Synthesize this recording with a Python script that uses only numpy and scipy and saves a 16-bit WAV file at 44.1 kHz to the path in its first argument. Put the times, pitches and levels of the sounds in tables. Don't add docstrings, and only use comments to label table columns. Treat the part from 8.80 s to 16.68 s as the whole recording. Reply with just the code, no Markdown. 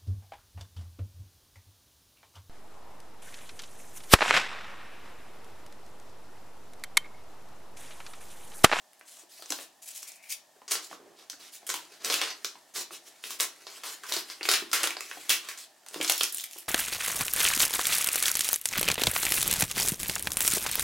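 import sys
import numpy as np
from scipy import signal
from scipy.fft import rfft, irfft
from scipy.io import wavfile
from scipy.ndimage import uniform_filter1d

SR = 44100
rng = np.random.default_rng(int(sys.argv[2]) if len(sys.argv) > 2 else 0)


def transcribe(u):
    v = np.clip(np.atleast_2d(u).T, -1, 1)
    q = np.round(v * 32767).astype(np.int16)
    wavfile.write(sys.argv[1], SR, q)


N = 347508
TIME = np.arange(N) / SR
TAPS = 2048
BINS = np.fft.rfftfreq(TAPS, 1 / SR)
MILLISECOND = SR / 1000

# frequency_hz [Hz], density_db [dB per Hz]
HUSH_SPECTRUM = [(18, -80), (30, -42), (280, -13), (499, -16), (616, -4), (721, -5), (937, -9.5),
                 (1500, -20.5), (1810, -9), (2010, -22), (2980, -18.5), (7090, -17), (11400, -23),
                 (12600, -23), (16000, -27)]
HUSH_DB = -63
# frequency_hz [Hz], t60_s [s]
ROOM_DECAY = [(250, 0.58), (500, 0.19), (1000, 0.34), (2000, 0.27), (4000, 0.3), (7500, 0.2), (13000, 0.17)]
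# delay_s [s], gain [amplitude ratio]
NEAR_ECHOES = [(.0071, 0.14), (0.0182, 0.14), (0.0204, .18), (.0272, 0.069)]
# frequency_hz [Hz], side_db [dB]
SIDE_WIDTH = [(100, -4), (220, -8), (380, -10), (700, -6.5), (1200, -8), (2500, -8), (5000, -6.5),
              (14000, -3)]
# time_s [s], left_minus_right_db [dB]
PLACE_CURVE = [(0, 0.7), (1.2, 1.2), (1.6, 3), (2.2, -1.5), (3.0, .3), (5.7, 0.5), (7.2, -0.3),
               (7.88, -0.5)]
EDGE_HZ = 16100

# time_s [s], level_db [dB]
STRING_CURVE = [(1.1, -76), (1.24, -73), (1.285, -52), (1.32, -66), (1.4, -64), (1.45, -55.5), (1.485, -61),
                (1.525, -43.5), (1.56, -83)]
# start_s [s], length_s [s], level_db [dB]
STRING_TUGS = [(1.015, 0.039, -48.5), (1.055, 0.02, -46.5), (1.072, 0.023, -41), (1.103, 0.019, -44.5),
               (1.14, 0.05, -42), (1.198, 0.016, -50), (1.217, 0.032, -46), (1.268, 0.032, -44.5),
               (1.354, 0.017, -54.5), (1.424, 0.012, -59)]
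# frequency_hz [Hz], density_db [dB per Hz]
RASP_SPECTRUM = [(300, -43), (1500, -15.5), (2500, -6.5), (4000, -7), (7000, 1.5), (11000, -2),
                 (15500, -8.5)]

# start_s [s], level_db [dB over 1 ms, before the low cut], pitch_hz [Hz]
KNOCK_EVENTS = [(0.435, -49, 350), (0.594, -46.5, 682), (0.705, -31, 310), (0.724, -34, 635),
                (1.764, -51, 373), (1.818, -41.5, 910), (2.113, -35, 700), (2.129, -34, 1140),
                (2.532, -41, 1480), (2.83, -45, 666), (2.941, -27.5, 960), (3.755, -41.5, 970),
                (4.108, -36.5, 1250), (5.319, -28.5, 982), (5.365, -31.5, 370), (5.61, -33.5, 372),
                (5.688, -18, 1160), (5.822, -31, 364), (6.372, -36.5, 730), (7.16, -27.5, 304),
                (7.203, -23, 336), (7.412, -34, 352), (7.761, -40.5, 362)]
# frequency_hz [Hz], density_db [dB per Hz]
PUFF_SPECTRUM = [(40, -8), (140, -16), (300, 1.5), (1200, -3.5), (2200, -6), (6000, -27)]

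# frequency_hz [Hz], density_db [dB per Hz]
PAPER_SPECTRUM = [(30, -31), (60, -65), (150, -27), (250, -19.5), (325, -2.5), (480, -5.5), (800, -7.5),
                  (1150, -3.5), (3000, -0.5), (6000, -0.5), (10000, -4), (15500, -10)]
# time_s [s], share [0-1]
GRIT_CURVE = [(0, 0.27), (1.5, 0.19), (2.8, 0.28), (4.0, 0.085), (5.0, 0.22), (6.5, 0.088), (7.3, 0.63),
              (7.55, 1)]
# [Hz, of the sheet]
SLIDE_STROKES = [(0.248, 0.2, -55.5, 2.5, 6, 8200), (0.486, 0.21, -55.5, 3.5, -2, 4200),
                 (0.672, 0.2, -47.5, 3, 10, 700), (1.057, 0.32, -58, 4, 6, 3880),
                 (1.414, 0.13, -60.5, 5.5, -3, 2300), (1.489, 0.061, -35.5, 5, -15, 6200),
                 (1.898, 0.064, -33, 4.5, 6, 600), (2.007, 0.088, -47, 2, 4, 5700),
                 (2.087, 0.085, -47.5, -1, 14.5, 4930), (2.17, 0.21, -65.5, -8.5, 13.5, 786),
                 (2.356, .11, -54, -2.5, 5, 4870), (2.581, 0.13, -50, 0, 6, 3500),
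                 (2.707, 0.09, -49.5, 4.5, 5, 600), (2.878, 0.2, -53.5, -1, 13.5, 1000),
                 (3.102, 0.068, -50, -1.5, 11, 5500), (3.193, .07, -47.5, -4, 8, 7800),
                 (3.225, 0.18, -32.5, -0.5, 4, 595), (3.364, 0.18, -35.5, -3.5, -8, 4970),
                 (3.936, 0.11, -36, 1.3, 6.5, 6900), (4.102, 0.085, -44, 1.5, 13, 4900),
                 (4.239, 0.083, -51.5, 1.5, 15, 603), (4.418, 0.16, -45, 2.5, 10.5, 2970),
                 (4.586, 0.084, -31, 2, 4, 996), (4.878, 0.14, -48.5, 0, 7, 1000),
                 (5.027, 0.14, -39, 0.5, 4, 990), (5.258, 0.17, -39, 1.5, 7, 1100),
                 (5.462, 0.094, -47, 0.5, 6, 2200), (5.627, 0.075, -42.5, 3.5, 2, 7800),
                 (5.74, 0.12, -54, 5, 10, 1200), (5.931, 0.18, -35, -1.5, -2.5, 1800),
                 (6.171, 0.33, -49, 1.6, 7.5, 2330), (6.483, 0.094, -35, 1.5, 3, 2700),
                 (6.613, 0.16, -46.5, -2, -8, 1090), (6.763, 0.1, -47.5, 2, 0, 3500),
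                 (7.102, 0.21, -46.5, 1.5, 18, 1200), (7.216, 0.23, -45, 3.5, 5, 600),
                 (7.346, 0.17, -40.5, 5, -15, 5500), (7.54, 0.14, -45, 4, -16, 3500),
                 (7.674, 0.16, -53.5, 6.5, 0, 2960)]
# [dB of the drive, before colour and trim]
GRIP_CURVE = [(0, -74), (1.7, -75), (2.2, -77), (3.0, -61), (3.6, -57.5), (3.85, -65.5), (5.0, -56),
              (6.6, -55), (6.95, -70), (7.5, -60.5), (7.88, -63)]
GRIP_BRIGHTNESS, GRIP_BODY_DB, GRIP_RING_HZ = 0.3, 9, 1710
ATTACK_S, RELEASE_S, SAG_DB = 0.033, 0.036, 3
SHEET_DB, SHEET_OCTAVES = 4, 0.51
GENTLE_HZ, GENTLE_DB_PER_OCTAVE, GENTLE_BELOW_DB = 9400, 4.5, -49

# [dB relative to the snap, before colour]
SNAP_EVENTS = [(0.132, -50.5, -3.5, 11000, -16), (0.1945, -61, 2, 11000, -13),
               (0.2111, -47.5, -6.5, 1860, -20), (0.6228, -35.5, -2.5, 930, -7),
               (0.6587, -41.5, -3.5, 6820, -10), (0.7038, -26.5, 0.5, 6300, -6),
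               (0.7216, -21.5, -2.5, 6640, -21), (0.7877, -41.5, -10.5, 3050, 0),
               (1.2291, -39, 0.5, 6360, -10), (1.3184, -46.5, 0, 7090, -18),
               (1.8792, -45.5, -3, 6400, 14.5), (1.9098, -32, -1.5, 9150, 13),
               (1.918, -21.5, -0.5, 6800, 1), (1.9534, -26.5, -4, 5540, 1), (2.4986, -34, 1, 5700, -2.5),
               (2.8667, -43, 1, 10400, 11), (2.8911, -30, -1.8, 6950, 9), (2.9007, -23.5, 1.5, 1140, -21),
               (2.9408, -28.5, 2, 2700, 2), (3.2468, -25, -0.5, 6200, -11),
               (3.2998, -23.5, -4.5, 5200, 5.5), (3.3223, -29, 1, 3000, 10.5), (3.3404, -19, 0, 3540, -1),
               (3.4147, -19.5, -4, 3170, 2), (3.6459, -22, -1, 3480, -20), (3.6534, -34.5, 1, 5800, 2),
               (3.9594, -36.5, -3, 4430, 11), (4.4391, -31.5, -1, 2970, -3), (4.506, -32.5, 2, 990, 4.5),
               (4.6002, -17, -0.5, 910, -14), (4.606, -20, 1, 7900, -4), (4.8678, -36.5, -5, 4630, 2.5),
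               (5.0352, -35, -1, 940, 9), (5.2354, -37, -2.5, 1170, 6.5), (5.3222, -22.5, -0.5, 4270, 0),
               (5.3378, -26.5, 1, 1025, 4.5), (5.3649, -27, -1.5, 4670, 3.5), (5.5, -35.5, -2.5, 4600, 4),
               (5.6096, -35.5, -8, 2500, 0.5), (5.6303, -28, -2, 4220, 0.5),
               (5.6534, -24, -5.5, 2400, -3.5), (5.6889, -15.5, 0, 3920, 1.5), (5.7142, -15, 0, 1620, 3),
               (5.7368, -19, -0.5, 2730, 5.5), (5.915, -34.5, -0.5, 5810, 2.5),
               (5.9309, -21, 0, 1565, 11.5), (6.0319, -21, -1.2, 9600, 4.5), (6.039, -20.5, -5, 2310, -2.5),
               (6.0726, -20, -2.5, 2030, -28), (6.1059, -26.5, -1.5, 2310, -2),
               (6.168, -28, -7.5, 4840, -12), (6.2069, -26, -1, 1420, -22), (6.3127, -31, -5.5, 1970, -5.5),
               (6.494, -18, 1.5, 2800, 2.5), (6.5018, -20.5, 1.5, 2440, 9.5), (6.6873, -32.5, 0.5, 1970, 6),
               (6.7744, -50, -0.5, 7100, 12.5), (7.063, -40.5, -1, 925, 1), (7.0852, -43, 1, 8750, -6),
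               (7.1425, -27.5, -3, 880, -3.5), (7.2119, -22.5, -2, 2470, 1), (7.227, -36, 1.5, 8700, 9),
               (7.246, -22, -3, 4720, -6), (7.277, -30, 0, 5830, 9), (7.2972, -11, 0.5, 1060, -4),
               (7.321, -28, 6, 5550, -19), (7.4094, -15, -2, 2980, -8.5), (7.4333, -22, 4, 5340, -18),
               (7.44, -23.5, -2.5, 5900, -16), (7.524, -37, 3, 10900, 1.5), (7.5455, -34, 5, 10700, -23),
               (7.5717, -38, 4, 7830, -17), (7.583, -32, 4.5, 2520, -14), (7.64, -33, 5.5, 2210, -26),
               (7.7842, -47, 4, 11200, 2.5)]
RING_DB, RING_AT_DB, RING_LOSS_PER_DB = 10, -35, 0.2073
SNAP_BODY_DB, BODY_PER_TILT = -2, 1.3


def gain_of(db):
    return 10 ** (np.asarray(db) / 20)


def evened(x):
    return x / np.sqrt(np.mean(x ** 2) + 1e-20)


def unit(x):
    return x / (np.linalg.norm(x) + 1e-12)


def read(points, hz):
    f, value = np.transpose(points)
    return np.interp(np.log(hz + 1), np.log(f + 1), value)


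def follow(rows, t):
    s, value = np.transpose(rows)
    return np.interp(t, s, value)


def add(mix, s, sound):
    part = mix[max(round(s * SR), 0):][:len(sound)]
    part += sound[:len(part)]


def shaped(x, points):
    gain = gain_of(read(points, np.fft.rfftfreq(len(x), 1 / SR)))
    return irfft(rfft(x) * gain, len(x))


def causal(gain):
    cepstrum = irfft(np.log(gain + 1e-6))
    cepstrum[1:TAPS // 2] *= 2
    cepstrum[TAPS // 2 + 1:] = 0
    return irfft(np.exp(rfft(cepstrum)))


def resonance_bump(hz, octaves):
    return np.exp(-(np.log2((BINS + 1) / hz) / octaves) ** 2)


def blend(grains, smooth, grit):
    return np.sqrt(grit) * grains + np.sqrt(1 - grit) * smooth


def stereo(mid, side):
    return np.array([mid + side, mid - side])


def low_cut(x, hz=110):
    return signal.sosfilt(signal.butter(2, hz, "highpass", fs=SR, output="sos"), x)


def crackles(length, per_s, spread_db):
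    sizes = gain_of(spread_db * np.minimum(rng.exponential(1, length), 3.5))
    signs = rng.choice([-1, 1], length)
    return evened(sizes * signs * (rng.random(length) < per_s / SR))


def stick_slip(flutter_hz=35, depth_db=1.5):
    f = np.fft.rfftfreq(N, 1 / SR)
    wobble = irfft(rfft(rng.standard_normal(N)) * f * np.exp(-(f / flutter_hz) ** 2), N)
    return evened(gain_of(depth_db * evened(wobble)))


def hush(side_db=-9):
    mid = evened(shaped(rng.standard_normal(N), HUSH_SPECTRUM))
    side = evened(shaped(rng.standard_normal(N), HUSH_SPECTRUM))
    return gain_of(HUSH_DB) * stereo(mid, gain_of(side_db) * side)


def room_tail(build_s):
    t = np.arange(SR // 2) / SR
    signs = rng.choice([-1., 1.], len(t))
    struck = rng.random(len(t)) < 5000 / SR
    taps = signs * struck * np.sqrt(np.minimum(t / build_s, 1))
    hz, at, z = signal.stft(taps, SR, nperseg=256)
    decay = gain_of(-60 * at / read(ROOM_DECAY, hz)[:, None])
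    return unit(signal.istft(z * decay, SR, nperseg=256)[1])


def room(dry, tail_db=-5.5, side_db=-4, near_db=-13, near_s=0.00051, wander=0.15, cycles_per_s=2.3, count=7):
    mid, side, t = np.zeros(N), np.zeros(N), np.arange(TAPS) / SR
    for k in range(count):
        away = (TIME * cycles_per_s * count - k + 1) % count - 1
        part = dry * np.cos(np.pi / 2 * np.minimum(away, 1))
        response = gain_of(tail_db) * room_tail(build_s=0.002)
        for delay, gain in NEAR_ECHOES:
            add(response, delay * (1 + wander * rng.uniform(-1.1, 1)), np.array([gain]))
        mid += signal.oaconvolve(part, response)[:N]
        spread = gain_of(side_db) * room_tail(build_s=0.0008)
        near = unit(rng.standard_normal(TAPS) * np.exp(-t / near_s))
        add(spread, 0, gain_of(near_db) * near)
        side += signal.oaconvolve(part, spread)[:N]
    return mid, shaped(side, SIDE_WIDTH)


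def string(hz=2350, width_hz=260):
    f = np.fft.rfftfreq(N, 1 / SR)
    resonance = 1 / (1 + ((f - hz) / width_hz) ** 2)
    note = evened(irfft(rfft(rng.standard_normal(N)) * resonance, N))
    note = note * stick_slip(flutter_hz=70, depth_db=3.5)
    running = (TIME > STRING_CURVE[0][0]) * (TIME < STRING_CURVE[-1][0])
    return note * gain_of(follow(STRING_CURVE, TIME)) * running


def tugs(grit=0.3):
    envelope = np.zeros(N)
    for s, length_s, db in STRING_TUGS:
        add(envelope, s, gain_of(db) * signal.windows.tukey(int(length_s * SR), 0.5))
    fibres = blend(crackles(N, per_s=2900, spread_db=12), rng.standard_normal(N), grit)
    return envelope * evened(shaped(fibres, RASP_SPECTRUM))


def knocks(sharpness=6.5, thud_s=0.0064, thud_db=-4):
    out, t = np.zeros(N), np.arange(TAPS) / SR
    dull = causal(gain_of(read(PUFF_SPECTRUM, BINS)))
    for s, db, hz in KNOCK_EVENTS:
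        ratio = (BINS + 1) / hz
        radiation = np.minimum(ratio, 1)
        cover = unit(causal(radiation / np.hypot(1, sharpness * (ratio - 1 / ratio))))
        burst = rng.standard_normal(TAPS) * np.exp(-t / thud_s)
        puff = unit(signal.fftconvolve(burst, dull)[:TAPS])
        add(out, s, gain_of(db) * np.sqrt(MILLISECOND) * unit(cover + gain_of(thud_db) * puff))
    return out


def paper_colour(brightness, body_db, pivot_hz=3000, knee_hz=700, body_hz=570):
    octaves = np.log2(np.maximum(BINS, knee_hz) / pivot_hz)
    low = 1 / (1 + (BINS / body_hz) ** 4)
    radiated = evened(gain_of(read(PAPER_SPECTRUM, BINS)))
    return radiated * gain_of(brightness * octaves + body_db * low)


def sliding(t):
    power = gain_of(follow(GRIP_CURVE, t)) ** 2
    colour = np.outer([GRIP_BRIGHTNESS, GRIP_BODY_DB, np.log(GRIP_RING_HZ)], power)
    for start, length, db, brightness, body_db, ring_hz in SLIDE_STROKES:
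        now = slice(*np.searchsorted(t, [start, start + length]))
        age = t[now] - start
        speed = np.minimum(age / ATTACK_S, 1) * np.minimum((length - age) / RELEASE_S, 1)
        stroke = (speed * gain_of(db - SAG_DB * age / length)) ** 2
        power[now] += stroke
        colour[:, now] += np.outer([brightness, body_db, np.log(ring_hz)], stroke)
    brightness, body_db, log_ring = colour / power
    return np.sqrt(power), brightness, body_db, np.exp(log_ring)


def rustle(count=12, facet_db=9, facet_octaves=0.29, patchy_db=2):
    grains = np.zeros(N)
    for hz in np.geomspace(1200, 13000, count):
        facet = causal(gain_of(facet_db * resonance_bump(hz, facet_octaves)))
        grains += signal.oaconvolve(crackles(N, per_s=110, spread_db=6.0), unit(facet))[:N]
    texture = blend(evened(grains), rng.standard_normal(N), follow(GRIT_CURVE, TIME))
    drive = sliding(TIME)[0] * texture
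    _, t, z = signal.stft(drive, SR, nperseg=TAPS // 4, nfft=TAPS)
    strength, brightness, body_db, ring_hz = sliding(t)
    gentle = 1 / (1 + (strength[:, None] / gain_of(GENTLE_BELOW_DB)) ** 2)
    soft_db = GENTLE_DB_PER_OCTAVE * gentle * np.log2(np.maximum(BINS / GENTLE_HZ, 1))
    sheet_db = SHEET_DB * resonance_bump(ring_hz[:, None], SHEET_OCTAVES)
    patches = uniform_filter1d(rng.standard_normal(z.T.shape), size=5, axis=0)
    patches = evened(uniform_filter1d(patches, size=30, axis=1))
    colour = paper_colour(brightness[:, None], body_db[:, None])
    colour = colour * gain_of(sheet_db - soft_db + patchy_db * patches)
    return signal.istft(z * colour.T, SR, nperseg=TAPS // 4, nfft=TAPS)[1][:N]


def snaps(snap_s=0.0014, rise_s=0.00054, crumple_s=0.028, ring_octaves=0.58, crumple_ring=0.84, grit=0.18):
    out, t = np.zeros(N), np.arange(TAPS * 3) / SR
    for s, db, brightness, ring_hz, crumple_db in SNAP_EVENTS:
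        colour = paper_colour(brightness, SNAP_BODY_DB + BODY_PER_TILT * brightness)
        ring_db = RING_DB - RING_LOSS_PER_DB * (db - RING_AT_DB)
        bump_db = ring_db * resonance_bump(ring_hz, ring_octaves)
        facet = causal(colour * gain_of(bump_db))
        flip = rng.standard_normal(len(t)) * np.exp(-t / snap_s) * (1 - np.exp(-t / rise_s))
        flip = unit(signal.fftconvolve(flip, facet)) * np.linalg.norm(facet)
        buckles = blend(crackles(len(t), per_s=1200, spread_db=4.5), rng.standard_normal(len(t)), grit)
        other_facets = causal(colour * gain_of(crumple_ring * bump_db))
        crumple = signal.fftconvolve(unit(buckles * np.exp(-t / crumple_s)), other_facets)
        add(out, s, gain_of(db) * np.sqrt(MILLISECOND) * (flip + gain_of(crumple_db) * crumple))
    return out


def scene(rustle_db=-1.5):
    handling = gain_of(rustle_db) * rustle() * stick_slip() + knocks()
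    dry = snaps() + low_cut(handling) + string() + tugs()
    reflected, side = room(dry)
    lean_db = follow(PLACE_CURVE, TIME) / 2
    return stereo(dry + reflected, side) * gain_of([lean_db, -lean_db]) + hush()


def record(dry):
    lowpass = signal.firwin(511, EDGE_HZ, window=("kaiser", 9), fs=SR)
    return signal.oaconvolve(dry, lowpass[None], "same")


dry = scene()
out = record(dry)
transcribe(out)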